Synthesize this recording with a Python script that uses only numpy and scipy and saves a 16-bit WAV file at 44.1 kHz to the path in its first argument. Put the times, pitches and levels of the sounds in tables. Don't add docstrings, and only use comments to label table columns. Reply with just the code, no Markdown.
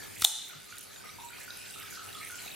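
import sys
import numpy as np
from scipy import signal
from scipy.fft import rfft, irfft, next_fast_len
from scipy.io import wavfile
from scipy.ndimage import uniform_filter1d, map_coordinates

SR = 44100
rng = np.random.default_rng(int(sys.argv[2]) if len(sys.argv) > 2 else 0)


def materialize(psi):
    bounded = np.clip(np.atleast_2d(psi).T, -1, 1)
    quanta = np.round(bounded * 32767).astype(np.int16)
    wavfile.write(sys.argv[1], SR, quanta)


def to_linear_factor(level_db):
    exponent = np.asarray(level_db, float) / 20
    return 10 ** exponent


N = 112454

# start_s, crack_db, crack_centre_hz, ring_db, time_scale_s
KNIFE_CONTACTS = [(0.197, -32, 9500, -56, 0.0043), (0.208, -32, 11000, -50, .005),
                  (0.2191, -15.5, 9800, -32, 0.004), (.2205, -21, 5500, -24, 0.0055),
                  (.221, -24.5, 1620, -50, 0.0042), (0.236, -28.5, 3660, -40, 0.0044),
                  (0.2442, -10.5, 6140, -31, 0.0013), (0.2444, -21.5, 2190, -34, 0.006),
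                  (0.246, -11.5, 6200, -21, 0.0048), (.247, -4.5, 9150, -8.5, 0.0032),
                  (0.2474, -24, 890, -40, 0.0051), (0.252, -11.5, 8900, -39, 0.0026),
                  (0.257, -15, 8450, -24, 0.0062)]
# pitch_hz, relative_level_db, t60_s
STEEL_MODES = [(797, -9.5, 0.011), (1710, -7, 0.009), (3040, 7, 0.0095), (3475, 1, 0.014),
               (3596, 12, 0.015), (3726, 5.5, 0.013), (4027, -2.5, 0.019), (4206, -13.5, 0.055),
               (4600, -6, .006), (5430, 1, 0.0098), (5900, 7, 0.0095), (6700, 0, 0.0084),
               (7060, -13, 0.0062), (8400, -1.5, 0.0083), (9370, 3, 0.013)]
# time_s, level_db
PIVOT_RUB = [(.195, -58), (.205, -48), (.212, -40), (.219, -35), (.226, -36), (.243, -34), (.247, -70)]
# frequency_hz, gain_db
KNIFE_TO_ROOM = [(500, 7.5), (900, 3), (2000, 2.5), (3600, -5.5), (4500, 2.5), (6000, 1), (9000, 5),
                 (11000, 1), (15000, 1)]
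# start_s, level_db, pitch_hz, t60_s
HAND_JOLTS = [(0.223, -28.5, 81, 0.059), (.221, -19, 290, 0.0076), (0.55, -40.5, 147, 0.16),
              (1.505, -30, 560, 0.0069), (2.463, -28, 250, 0.0091), (2.463, -23.5, 630, 0.0051)]
# start_s, level_db, pitch_hz
WATER_PLINKS = [(0.086, -62, 1630), (0.137, -58, 1440), (0.497, -39, 1463), (0.548, -45.5, 1380),
                (0.695, -45, 1250), (0.848, -48.5, 1263), (1.006, -45.5, 1510), (1.039, -38.5, 1235),
                (1.185, -36, 944), (1.304, -41, 1460), (1.479, -36.5, 1458), (1.662, -46, 1530),
                (1.759, -40.5, 1292), (1.925, -38, 1490), (1.974, -36, 1305), (2.152, -37, 1264),
                (2.299, -37.5, 1468), (2.324, -43, 1436), (0.0024, -39.5, 1740), (0.0297, -53, 1920),
                (0.162, -44.5, 2480), (0.723, -42, 2350), (0.9056, -48, 1740), (1.0594, -43.5, 2100),
                (1.0974, -39, 2270), (1.3334, -39, 2390), (1.4027, -41, 1760), (1.7401, -43, 2750),
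                (2.0884, -40.5, 2820), (2.2129, -38.5, 2175), (2.4794, -38, 2570), (0.7776, -40.5, 3790),
                (0.8144, -44, 3120), (0.9607, -40, 3700), (1.0919, -39.5, 3780), (1.2018, -45, 3900),
                (1.287, -42.5, 3800), (1.5055, -34, 3870), (1.702, -46, 3870), (2.129, -42.5, 3860),
                (2.149, -37.5, 3400), (2.386, -41.5, 3040), (2.462, -42.5, 3850), (2.477, -39.5, 3800),
                (2.5157, -39, 3840)]
# start_s, level_db, pitch_hz
WATER_TICKS = [(0.1082, -53, 10300), (0.157, -38, 8220), (0.4883, -32, 13900), (0.6439, -33, 10200),
               (0.7546, -38, 8400), (0.811, -35, 9400), (0.838, -29.5, 9840), (1.1967, -49, 9800),
               (1.2504, -32, 8100), (1.505, -34.5, 6000), (1.5727, -25.5, 9700), (1.5994, -40, 7000),
               (1.6822, -32.5, 8470), (1.708, -29.5, 9350), (1.7848, -38, 12200), (1.7988, -28, 12100),
               (1.9096, -32, 6870), (2.1468, -37, 10380), (2.2496, -25, 9650), (2.3563, -29.5, 7400),
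               (2.4179, -37, 7650)]
# start_s, level_db, centre_hz, time_scale_s
RUSTLE_SWELLS = [(.68, -51.5, 6500, .08), (1.339, -50.5, 2180, 0.065), (1.397, -50.5, 2195, 0.073),
                 (1.398, -51.5, 7040, 0.057), (1.652, -51, 3910, .02), (1.735, -50.5, 3180, 0.038),
                 (1.79, -51, 2660, 0.056), (1.843, -54.5, 2650, 0.064), (1.933, -53, 4560, .08),
                 (2.16, -52.5, 3960, 0.058), (2.21, -50.5, 2130, 0.092), (2.38, -57, 2020, 0.059)]
# frequency_hz, t60_s
ROOM_DECAY = [(200, 0.086), (1500, 0.57), (4000, 0.73), (9000, .45), (15000, 0.25)]
# frequency_hz, correlation (1 = alike)
ROOM_LIKENESS = [(300, 0), (1500, 0.8), (3500, 0.74), (7000, 0.3), (14000, 0.083)]
# frequency_hz, relative_density_db
HISS_SPECTRUM = [(15, -45), (25, -11.5), (100, -1), (399, -8), (831, -7), (1280, -11.5), (1510, -9),
                 (2330, -2.5), (9580, -10), (14800, -13.5), (16500, -58)]
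# frequency_hz, correlation (-1 = opposed, 1 = alike)
HISS_LIKENESS = [(60, 0.12), (130, -0.52), (290, -0.83), (640, -0.67), (1410, -0.17), (3100, 0.84),
                 (6820, 0.29), (15000, 0.029)]
# frequency_hz, depth_db
HISS_PATCHES = [(300, 1), (1500, 3), (5000, 3.5), (14000, 4.5)]
# pitch_hz, level_db, waver_db
MAINS_LINES = [(99.6, -66, 4), (203.5, -75, 4), (400.3, -65.5, 0)]
# cut_db_per_db_over, release_db_per_s, attack_s
GAIN_STAGES = [(0.32, 88, 0.022), (0.21, 3.5, 0.026)]


def unit(x):
    return x / np.sqrt(np.mean(x ** 2) + 1e-20)


def along(points, hz):
    f, value = np.transpose(points)
    return np.interp(np.log(hz + 1), np.log(f + 1), value)


def filtered(x, response):
    size = next_fast_len(x.shape[-1] + 8192)
    spectrum = rfft(x, size) * response(np.fft.rfftfreq(size, 1 / SR))
    return irfft(spectrum, size)[..., :x.shape[-1]]


def bell(centre_hz, octave_db):
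    return lambda hz: to_linear_factor(-octave_db * np.log2((hz + 1) / centre_hz) ** 2)


def wobble(rate):
    knots = rng.standard_normal(int(N * rate / SR) + 4)
    return map_coordinates(knots, [np.arange(N) * rate / SR])


def pings(s, db, hz, t60, rise=0, size=2048):
    s, db, hz, t60 = (np.asarray(column)[:, None] for column in (s, db, hz, t60))
    t = np.arange(size) / SR
    envelope = to_linear_factor(db - 60 * t / t60) * (1 - np.exp(-t * hz))
    wave = envelope * np.sin(2 * np.pi * hz * t * (1 + rise * t / t60))
    at = np.round(s * SR).astype(int) + np.arange(size)
    return np.bincount(at.ravel(), wave.ravel(), N + size)[:N]


def swarm(per_s, hz, spread, cycles, scatter_db, rise, size):
    when, chance = rng.random((int(per_s * N / SR), 2)).T
    pitch = np.clip(hz * np.exp(spread * rng.standard_normal(len(when))), 1250, 14500)
    db = -scatter_db * np.log(chance + 0.11)
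    drops = pings(when * N / SR, db, pitch, cycles / pitch, rise, size=size)
    gush = to_linear_factor(4.5 * wobble(18))
    return unit(gush * drops)


def knife():
    t = np.arange(SR // 2) / SR
    ring_t = np.arange(SR // 8) / SR
    rub_level = to_linear_factor(np.interp(t, *np.transpose(PIVOT_RUB), left=-120, right=-120))
    crack_octave_db = 20
    out = filtered(rng.standard_normal(len(t)) * rub_level, bell(6000, crack_octave_db / 6))
    for s, crack_db, centre_hz, ring_db, length in KNIFE_CONTACTS:
        u = np.clip(t - s, 0, 1) / length
        noise = filtered(rng.standard_normal(len(t)), bell(centre_hz, crack_octave_db))
        crack = u * np.exp(-3 * u) * noise
        out += to_linear_factor(crack_db) * crack / np.abs(crack).max()
        modes = np.zeros(len(ring_t))
        for hz, db, t60 in STEEL_MODES:
            decay = to_linear_factor(db + rng.normal(0, 1.4) - 60 * ring_t / t60)
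            modes += decay * np.sin(2 * np.pi * (hz * ring_t + rng.random()))
        onset = 1 - np.exp(-(2 * ring_t / length) ** 2)
        out[round(s * SR):][:len(ring_t)] += to_linear_factor(ring_db) * modes * onset
    out += pings(s=[0.24455], db=[5], hz=[13200], t60=[0.001], size=256)[:len(t)]
    low_hz, top_hz = 250, 16600
    banded = filtered(out, lambda hz: (hz < top_hz) / (1 + (low_hz / (hz + 1)) ** 4))
    return np.pad(banded, (0, N - len(t)))


def hand():
    return pings(*np.transpose(HAND_JOLTS), size=6000)


def water():
    plink_rise = 0.01
    s, db, hz = np.transpose(WATER_PLINKS)
    plink_t60 = 63.3 / hz
    tilt_db = 3.5 * np.log2(hz / 1500)
    near_plinks = pings(s, db + tilt_db, hz, plink_t60, plink_rise, size=3000)
    far_plinks = pings(s, db - tilt_db, hz, plink_t60, plink_rise, size=3000)
    bubbles = swarm(per_s=260, hz=2470, spread=0.427, cycles=32, scatter_db=6.5, rise=plink_rise, size=1024)
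    s, db, hz = np.transpose(WATER_TICKS)
    ticks = pings(s, db, hz, 40.6 / hz, size=512)
    spatter = swarm(per_s=250, hz=10400, spread=0.17, cycles=4.5, scatter_db=-1.5, rise=0, size=256)
    direct = to_linear_factor(0.5) * near_plinks + to_linear_factor(-57) * bubbles + ticks + to_linear_factor(-55) * spatter
    room_feed = to_linear_factor(2.5) * far_plinks + to_linear_factor(-61) * bubbles + to_linear_factor(2) * ticks
    return direct, room_feed


def rustle():
    t = np.arange(N) / SR
    out = np.zeros(N)
    for s, db, centre_hz, length in RUSTLE_SWELLS:
        u = np.clip(t - s, 0, None) / length
        band = filtered(rng.standard_normal(N), bell(centre_hz, octave_db=63))
        out += to_linear_factor(db) * unit(band) * 4 * u * np.exp(1 - 4 * u)
    grain = to_linear_factor(3.5 * wobble(150))
    return out * grain


def room(x):
    delay_s, rise_s = 0.006, 0.0093
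    hz, t, z = signal.stft(rng.standard_normal((2, SR)), SR, nperseg=256)
    shape = to_linear_factor(-60 * t / along(ROOM_DECAY, hz)[:, None]) * (1 - np.exp(-t / rise_s))
    turn = np.arccos(np.clip(along(ROOM_LIKENESS, hz), -1, 1))[:, None] / 2
    mid, side = signal.istft(z * shape * [np.cos(turn), np.sin(turn)], SR, nperseg=256)[1]
    tail = np.array([mid + side, mid - side]) / np.linalg.norm(mid + side)
    delayed = np.pad(x, (round(delay_s * SR), 0))
    return signal.fftconvolve(delayed[None], tail, axes=1)[:, :N]


def hiss():
    z = signal.stft(rng.standard_normal((2, N)), nperseg=512)[2]
    field = uniform_filter1d(rng.standard_normal(z.shape[1:]), 7, 0)
    field = uniform_filter1d(field, 11, 1)
    depth_db = along(HISS_PATCHES, np.fft.rfftfreq(512, 1 / SR))[:, None]
    pair = signal.istft(z * to_linear_factor(depth_db * unit(field)), nperseg=512)[1][:, :N]

    def mid_and_side(hz):
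        turn = np.arccos(np.clip(along(HISS_LIKENESS, hz), -0.95, 0.95)) / 2
        return to_linear_factor(along(HISS_SPECTRUM, hz)) * [np.ones_like(hz), np.tan(turn)]

    mid, side = filtered(pair, mid_and_side)
    return to_linear_factor(-49) / np.std(mid) * np.array([mid + side, mid - side])


def hum():
    t = np.arange(N) / SR
    out = np.zeros(N)
    for hz, db, waver_db in MAINS_LINES:
        out += to_linear_factor(db + waver_db * wobble(30.0)) * np.sin(2 * np.pi * hz * t)
    return out


def scene():
    knife_pan_db, water_pan_db, knife_lag_s = 0.5, -1.9, 8e-6
    steel = knife()
    direct, room_feed = water()
    side = np.array([[1], [-1]])
    near = filtered(steel * to_linear_factor(knife_pan_db * side), lambda hz: np.exp(1j * np.pi * hz * knife_lag_s * side))
    knife_answer = to_linear_factor(-4.5) * room(filtered(steel, lambda hz: to_linear_factor(along(KNIFE_TO_ROOM, hz))))
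    water_pan = to_linear_factor(water_pan_db * side)
    rest = direct * water_pan + room(room_feed) + rustle() * water_pan + hiss() + knife_answer
    return near + hand() + hum() + filtered(rest, lambda hz: hz < 15900)


def low_pass(x):
    return signal.sosfilt(signal.butter(12, 17840, fs=SR, output="sos"), x)


def record(dry):
    threshold_db = -25.5
    t = np.arange(N) / SR
    peak_db = 20 * np.log10(np.abs(dry).max(0) + 1e-9)
    over_db = np.clip(peak_db - threshold_db, 0, None)
    cut_db = np.zeros(N)
    for ratio, release, attack in GAIN_STAGES:
        held = np.maximum.accumulate(ratio * over_db + release * t) - release * t
        held = np.clip(held, 0, None)
        keep = np.exp(-1 / (attack * SR))
        cut_db += signal.lfilter([1 - keep], [1, -keep], held)
    return low_pass(dry * to_linear_factor(-cut_db))


dry = scene()
out = record(dry)
materialize(out)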